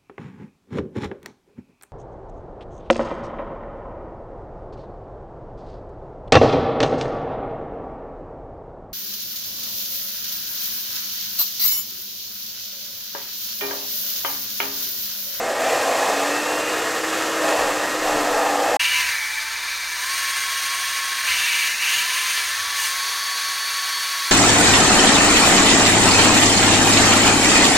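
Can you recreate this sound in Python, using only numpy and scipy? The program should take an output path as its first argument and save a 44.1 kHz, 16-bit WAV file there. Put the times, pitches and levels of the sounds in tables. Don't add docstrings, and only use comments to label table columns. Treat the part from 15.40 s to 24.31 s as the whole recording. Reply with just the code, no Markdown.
import sys
import numpy as np
from scipy import signal
from scipy.fft import rfft, irfft, next_fast_len
from scipy.io import wavfile
from scipy.ndimage import uniform_filter1d

SR = 44100
rng = np.random.default_rng(int(sys.argv[2]) if len(sys.argv) > 2 else 0)


def put_to_file(sound):
    columns = np.atleast_2d(sound).T
    safe = np.clip(columns, -1, 1)
    whole_steps = np.round(safe * 32767)
    wavfile.write(sys.argv[1], SR, whole_steps.astype(np.int16))


N = 392931
TIME = np.arange(N) / SR
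FREQS_HZ = np.fft.rfftfreq(N, 1 / SR)
FAST_MOTION = 3.5

# pitch_hz, level_db
RUSH_NORMAL = [(20.0, -84.0), (60.0, -81.5), (130.0, -71.5), (200.0, -74), (270.0, -67), (450.0, -68),
               (900.0, -66.5), (1800.0, -65), (2200.0, -67.5), (3200.0, -70), (5500.0, -71.5),
               (7300.0, -70.5), (9800.0, -80), (13500.0, -82), (15500.0, -93)]
RUSH_FAST = [(8.0, -89), (25.0, -94), (70.0, -87), (130.0, -78.0), (200.0, -79.5), (270.0, -72.5),
             (450.0, -72), (1200.0, -70), (1850.0, -71.5), (2000.0, -74), (2350.0, -73), (2500.0, -72),
             (3000.0, -75), (4500.0, -77.5)]
# pitch_hz, width_hz, boost_db
ROOM_RINGS = [(193, 19.5, 7), (215.4, 11.7, 8.5), (251.6, 10.5, 9), (282.1, 15, 13.5), (310, 23.3, 13),
              (340, 24.5, 10.5), (385.4, 43.4, 12), (417, 13, 4.5), (439.8, 34, 11.5), (470.2, 46.4, 12.5),
              (502, 22.5, 13.5), (552, 99.6, 12), (599, 17.3, 10.5), (650.4, 22.5, 12), (669.8, 20.3, 13.5),
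              (716, 18, 10), (728.6, 9.2, 11), (755, 39, 4.4), (774.3, 19, 12), (825.3, 55, 12.5),
              (850, 10, -0.5), (895, 18.5, 10), (939, 21, 10.5)]
HOUSING_RINGS = [(1010, 41, 9.5), (1042, 23, 8), (1104, 67, 11), (1183, 23, 10.5), (1208.5, 40.6, 11.5),
                 (1236, 17, 8), (1277, 39, 11.5), (1331.5, 26.6, 13.5), (1383, 74, 8), (1460, 27, 9.5),
                 (1510, 27, 9.5), (1605, 59, 12), (1694, 18, 12), (1730, 78, 7), (1790, 11.4, 0),
                 (1795, 37, 6.5), (1810, 20.9, 2.5), (1876, 99, 11.5), (2006, 20, 14.5), (2160, 25, -0.5),
                 (2126, 24, 11.5), (2480, 66, 6.5), (2560, 37, 6.5), (2670, 31.8, -2), (2690, 84, 6)]
# pitch_hz, sharpness (1 = unblurred)
RING_SHARPNESS = [(600, 1), (670, 1.04), (820, 0.8), (1300, 0.83), (2000, 0.64)]
# time_s, roar_db, hiss_db
LEAK = [(0, 2, 2.5), (3.3, 2.5, 1.4), (3.95, 2, 1), (4.3, 0, -1.5), (4.5, 1.5, 0.5), (4.7, 2.5, 2.5),
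        (5.8, 2, 1), (6.9, 2, 2.3), (7.25, -1, -0.3), (8.9, 1, 1.3)]
# start_s, end_s, release_s, roar_db, hiss_db
GUSHES = [(-.1, 0.154, 0.11, 8, -0.6), (0.216, .8, 0.2, 9, 1.4), (1.68, 1.82, 0.047, 1, 0.5),
          (2.045, 2.273, 0.077, 9, 0.7), (2.634, 3.37, .1, 7.5, 0.3), (3.3, 3.59, 0.25, 7.5, 0.8),
          (5.86, 6.28, 0.095, 7.5, 2), (6.406, 6.61, .06, 8, 2.5), (6.703, 7.0, 0.099, 4.5, 1),
          (7.374, 7.455, 0.09, 3.5, 5)]
# time_s, pitch_hz, boost_db
POCKET_NORMAL = [(0, 716, 6), (.5, 800, 0), (2.6, 824, -3.5), (3.35, 814, 9)]
POCKET_FAST = [(3.41, 850, 3.5), (3.6, 780, 2), (3.7, 700, 1), (3.8, 638, 12.5), (4.05, 662, 6.5),
               (4.35, 665, 8), (4.65, 637, 2.5), (5.8, 696, 3), (5.9, 810, -1), (6.05, 850, -1.5),
               (6.249, 815, -2), (6.35, 725, 7), (6.44, 805, 2.5), (6.56, 864, 1), (7.1, 800, -4.5)]
# start_s, end_s, pitch_hz, boost_db
BREATHY_RINGS = [(.3, .72, 1070, 9), (1.2, 1.358, 2500, 6), (3.3, 3.72, 665, 3), (4.55, 6.05, 2530, 3.5),
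                 (4.75, 5.85, 820, 3), (5.98, 6.65, 1950, 3.5), (6.04, 6.28, 656, 5.5),
                 (7.139, 7.26, 510, 4.5), (7.35, 7.47, 820, 7)]
# time_s, turns_per_s
FAN_SPEED_NORMAL = [(0, 229), (.31, 268), (.82, 284), (1.08, 302.5), (1.4, 315), (1.96, 321), (2.26, 296),
                    (2.58, 313), (2.81, 298), (3.35, 289)]
FAN_SPEED_FAST = [(3.41, 281), (3.65, 287), (3.84, 246), (4.3, 264), (4.55, 262), (4.7, 311), (5.62, 312.5),
                  (5.85, 309), (5.95, 282), (6.12, 270), (6.25, 275), (6.37, 248), (6.5, 272), (6.62, 278),
                  (6.68, 295), (6.9, 295), (7.1, 300), (7.21, 323), (7.35, 324), (7.47, 305), (7.62, 315.5),
                  (7.8, 318.8), (8.89, 318)]
# turns_per_s, level_db
SHAFT_LEVELS = [(230, -47), (250, -47), (268, -47.5), (280, -39.5), (295, -36.5), (311, -35.5), (320, -36)]
# tone_name, start_s, end_s, change_db
FAN_WHINES = [("shaft", 0.17, 0.3, 7.6), ("shaft", 0.9, 1, 4), ("blades", .92, 1.45, 7.6),
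              ("shaft", 2.16, 2.48, -3), ("fourth", 4.2, 4.5, 5.5), ("shaft", 4.22, 4.56, -7),
              ("third", 4.75, 5.8, 4.1), ("blades", 5.95, 6.28, 14), ("shaft", 6.28, 6.58, -3.5),
              ("blades", 6.68, 7.12, 17.7), ("third", 6.65, 7.0, 5), ("shaft", 6.88, 7.13, -9),
              ("blades", 7.12, 9.1, 11), ("fourth", 7.56, 9.1, 15.7)]
# pitch_hz, level_db
HUMS_NORMAL = [(100, -62.5)]
HUMS_FAST = [(43.1, -72.5), (98.5, -66)]
# start_s, end_s, boost_db
RUMBLE_GUSTS = [(2.14, 2.35, 14), (2.55, 3.03, 18.5), (3.3, 3.8, 13), (5.85, 6.02, 19), (6.95, 7.5, 8.5)]
# start_s, level_db, pitch_hz
BUMPS = [(2.18, -43, 65), (2.72, -40, 130), (6.08, -57, 200), (6.32, -57, 200), (6.56, -52, 170)]
# start_s, level_db, pitch_hz
CRINKLES = [(3.774, -29, 2560), (4.310, -41, 4500), (4.518, -33, 4500), (6.232, -27, 4000),
            (6.381, -23, 4000), (7.177, -27, 2200)]
# pitch_hz, gain_db
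WIDTH_NORMAL = [(60, -16), (140, -21), (350, -29), (700, -38.5), (1400, -33.5), (2800, -23.5),
                (5600, -19.5), (12000, -18.5)]
WIDTH_FAST = [(60, -26), (140, -17), (350, -24), (700, -18), (1400, -55), (2800, -58), (5600, -43.5),
              (12000, -21.5)]


def amp(db):
    return 10 ** (np.asarray(db) / 20)


def unit(x):
    return x / np.sqrt(np.mean(x ** 2) + 1e-20)


def at_pitch(rows, hz):
    row_hz, values = np.transpose(rows)
    return np.interp(np.log(hz + 1), np.log(row_hz + 1), values)


def at_time(rows, t):
    time_s, *columns = np.transpose(rows)
    return [np.interp(t, time_s, column) for column in columns]


def colour(x, gain):
    size = next_fast_len(N)
    gain = np.interp(np.fft.rfftfreq(size, 1 / SR), FREQS_HZ, gain)
    return irfft(rfft(x, size) * gain, size)[:N]


def drift(rate_hz, step=32):
    size = next_fast_len(N // step + 2)
    keep_slow = np.exp(-(np.fft.rfftfreq(size, step / SR) / rate_hz) ** 2)
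    wobble = irfft(rfft(rng.standard_normal(size)) * keep_slow, size)
    return np.interp(np.arange(N) / step, np.arange(size), unit(wobble))


def hump(hz, centre_hz, octaves):
    return np.exp(-(np.log2(hz / centre_hz) / octaves) ** 2)


def held(t, start, end, fade_s):
    return np.clip(np.minimum(t - start, end - t) / fade_s + 1 / 2, 0, 1)


def swells(rows, t, fade_s):
    return sum(db * held(t, start, end, fade_s) for start, end, db in rows)


def ringing(hz, ripple_db=1.62):
    peaks = sum(db * np.exp(-(2 * (hz - pitch_hz) / width_hz) ** 2)
                for pitch_hz, width_hz, db in ROOM_RINGS + HOUSING_RINGS)
    grid_hz = np.arange(0, SR / 2, 9)
    ripple = np.interp(hz, grid_hz, rng.standard_normal(len(grid_hz)))
    return peaks + ripple_db * ripple * np.clip(hz / 1800, 0, 1.3) ** 2


def air_rush(spectrum, speedup, ring_share):
    hz = np.arange(0, SR / 2 / speedup)
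    sharp_db = ringing(hz)
    blurred_db = uniform_filter1d(sharp_db, size=100)
    sharpness = ring_share * at_pitch(RING_SHARPNESS, hz)
    level_db = at_pitch(spectrum, hz) + blurred_db + sharpness * (sharp_db - blurred_db)
    noise = rng.standard_normal(N) * np.sqrt(SR / 2)
    return colour(noise, np.interp(FREQS_HZ / speedup, hz, amp(level_db)))


def gushes(t, attack_s=0.072):
    roar = hiss = 0
    for start, end, release_s, roar_db, hiss_db in GUSHES:
        opening = np.clip((t - start) / attack_s + 1 / 2, 0, 1)
        gap = opening * np.exp(-np.maximum(t - end, 0) / release_s)
        roar += gap * (roar_db - roar)
        hiss += gap * (hiss_db - hiss)
    return roar, hiss


def valve(hz, pocket_hz, pocket_db, gush_db, overtone_spacing=0.57):
    ring = hump(hz, pocket_hz, octaves=0.1)
    dip_above = 0.73 * hump(hz, 1.197 * pocket_hz, octaves=0.1)
    overtones = np.cos(2 * np.pi * (hz / pocket_hz - 1) / overtone_spacing)
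    overtones *= hump(hz, 2 * pocket_hz, octaves=0.63)
    return pocket_db * (ring - dip_above) + 0.11 * gush_db * overtones


def air_jet(rush, fan_speeds, pocket, speedup, gain_db, flow_power, gush_share, roar_octaves, hiss_hz):
    hz, t, slices = signal.stft(rush, SR, nperseg=512)
    hz = hz[:, None] / speedup + 1
    gush_db, gush_hiss_db = gushes(t)
    leak_db, leak_hiss_db = at_time(LEAK, t)
    pocket_hz, pocket_db = at_time(pocket, t)
    flow = at_time(fan_speeds, t)[0] / 310
    flow_db = gain_db + flow_power * 20 * np.log10(flow) + gush_share * gush_db
    roar_db = (leak_db + gush_db) * hump(hz, 0.9 * pocket_hz, roar_octaves)
    hiss_db = (leak_hiss_db + gush_hiss_db) * np.clip(np.log2(hz / hiss_hz), 0, 1)
    valve_db = valve(hz, pocket_hz, pocket_db, gush_db)
    breathy_db = sum(db * held(t, start, end, fade_s=0.08) * hump(hz, pitch_hz, octaves=0.056)
                     for start, end, pitch_hz, db in BREATHY_RINGS)
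    slices *= amp(flow_db + roar_db + hiss_db + valve_db + breathy_db)
    jet = signal.istft(slices, SR, nperseg=512)[1][:N]
    flutter_db = 0.5 * drift(rate_hz=36)
    return jet * amp(flutter_db)


def fan(fan_speeds, speedup, gain_db, second_db, fourth_db, blades_db, jitter, waver_db, gush_share):
    turn_rate = at_time(fan_speeds, TIME)[0]
    turns = np.cumsum(speedup * turn_rate * (1 + jitter * drift(12 * speedup))) / SR
    shaft_db = gain_db + at_pitch(SHAFT_LEVELS, turn_rate)
    unsteady_db = waver_db + gush_share * gushes(TIME)[0]
    tones = [("shaft", 1, shaft_db), ("second", 2, shaft_db + second_db), ("third", 3, shaft_db - 7),
             ("fourth", 4, fourth_db), ("blades", 9, blades_db)]
    sound = 0
    for name, cycles_per_turn, base_db in tones:
        whine_db = swells([row[1:] for row in FAN_WHINES if row[0] == name], TIME, fade_s=0.09)
        level_db = base_db + whine_db + unsteady_db * drift(4 * speedup)
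        sound += amp(level_db) * np.sin(2 * np.pi * cycles_per_turn * turns)
    return np.sqrt(2) * sound


def rumble_and_hum(hums, speedup, rest_db, width_hz, centre_hz=24):
    band = 1 / (1 + ((FREQS_HZ / speedup - centre_hz) / width_hz) ** 2)
    rumble = unit(colour(rng.standard_normal(N), band))
    rumble_db = rest_db + swells(RUMBLE_GUSTS, TIME, fade_s=0.15)
    hum = sum(amp(db) * np.sin(2 * np.pi * hz * speedup * TIME) for hz, db in hums)
    return amp(rumble_db) * rumble + np.sqrt(2) * hum


def knocks(rows, decay_s):
    sound, t = np.zeros(N), np.arange(SR // 4) / SR
    for start_s, level_db, hz in rows:
        band = signal.butter(2, [hz / 2, hz * np.sqrt(2)], "bandpass", fs=SR, output="sos")
        noise = unit(signal.sosfilt(band, rng.standard_normal(len(t))))
        sound[round(start_s * SR):][:len(t)] += amp(level_db) * noise * np.exp(-t / decay_s)
    return sound


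def drone(pitch_hz=59.2, start_db=-60, fade_from_s=5.4, fade_db_per_s=5.5):
    level_db = start_db - fade_db_per_s * np.maximum(TIME - fade_from_s, 0)
    return np.sqrt(2) * amp(level_db) * np.sin(2 * np.pi * pitch_hz * TIME)


def widen(sound, width, decay_s=0.018):
    t = np.arange(SR // 20) / SR
    scatter = rng.standard_normal(len(t)) * np.exp(-t / decay_s)
    echoes = signal.oaconvolve(sound, scatter / np.linalg.norm(scatter))[:N]
    side = colour(echoes, amp(at_pitch(width, FREQS_HZ)))
    return np.array([sound + side, sound - side])


def scene():
    bumps = knocks(BUMPS, decay_s=0.061)

    rush = air_rush(RUSH_NORMAL, speedup=1, ring_share=0.91)
    normal = air_jet(rush, FAN_SPEED_NORMAL, POCKET_NORMAL, speedup=1, gain_db=-0.4,
                     flow_power=1.6, gush_share=0.21, roar_octaves=0.56, hiss_hz=1250)
    normal += fan(FAN_SPEED_NORMAL, speedup=1, gain_db=0.5, second_db=-22, fourth_db=-46,
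                  blades_db=-44.5, jitter=0.00278, waver_db=1.5, gush_share=0.13)
    normal += rumble_and_hum(HUMS_NORMAL, speedup=0.95, rest_db=-63, width_hz=6) + bumps

    rush = air_rush(RUSH_FAST, FAST_MOTION, ring_share=0.99)
    fast = air_jet(rush, FAN_SPEED_FAST, POCKET_FAST, FAST_MOTION, gain_db=-1.5,
                   flow_power=1.68, gush_share=0.37, roar_octaves=0.44, hiss_hz=1200)
    fast += fan(FAN_SPEED_FAST, FAST_MOTION, gain_db=0, second_db=-12, fourth_db=-50.5,
                blades_db=-56, jitter=0.00129, waver_db=1.43, gush_share=0.12)
    fast += rumble_and_hum(HUMS_FAST, FAST_MOTION, rest_db=-69, width_hz=3.6)
    fast += drone() + knocks(CRINKLES, decay_s=0.0043) + bumps

    normal_end_s, fast_start_s, fade_s = 3.368, 3.394, 0.005
    fade_out = np.clip((normal_end_s - TIME) / fade_s + 1 / 2, 0, 1)
    fade_in = np.clip((TIME - fast_start_s) / fade_s, 0, 1)
    return widen(normal, WIDTH_NORMAL) * fade_out + widen(fast, WIDTH_FAST) * fade_in


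def record(dry):
    lowpass = signal.firwin(511, cutoff=15950, window=("kaiser", 9), fs=SR)
    return signal.oaconvolve(dry, lowpass[None], "same")


dry = scene()
out = record(dry)
put_to_file(out)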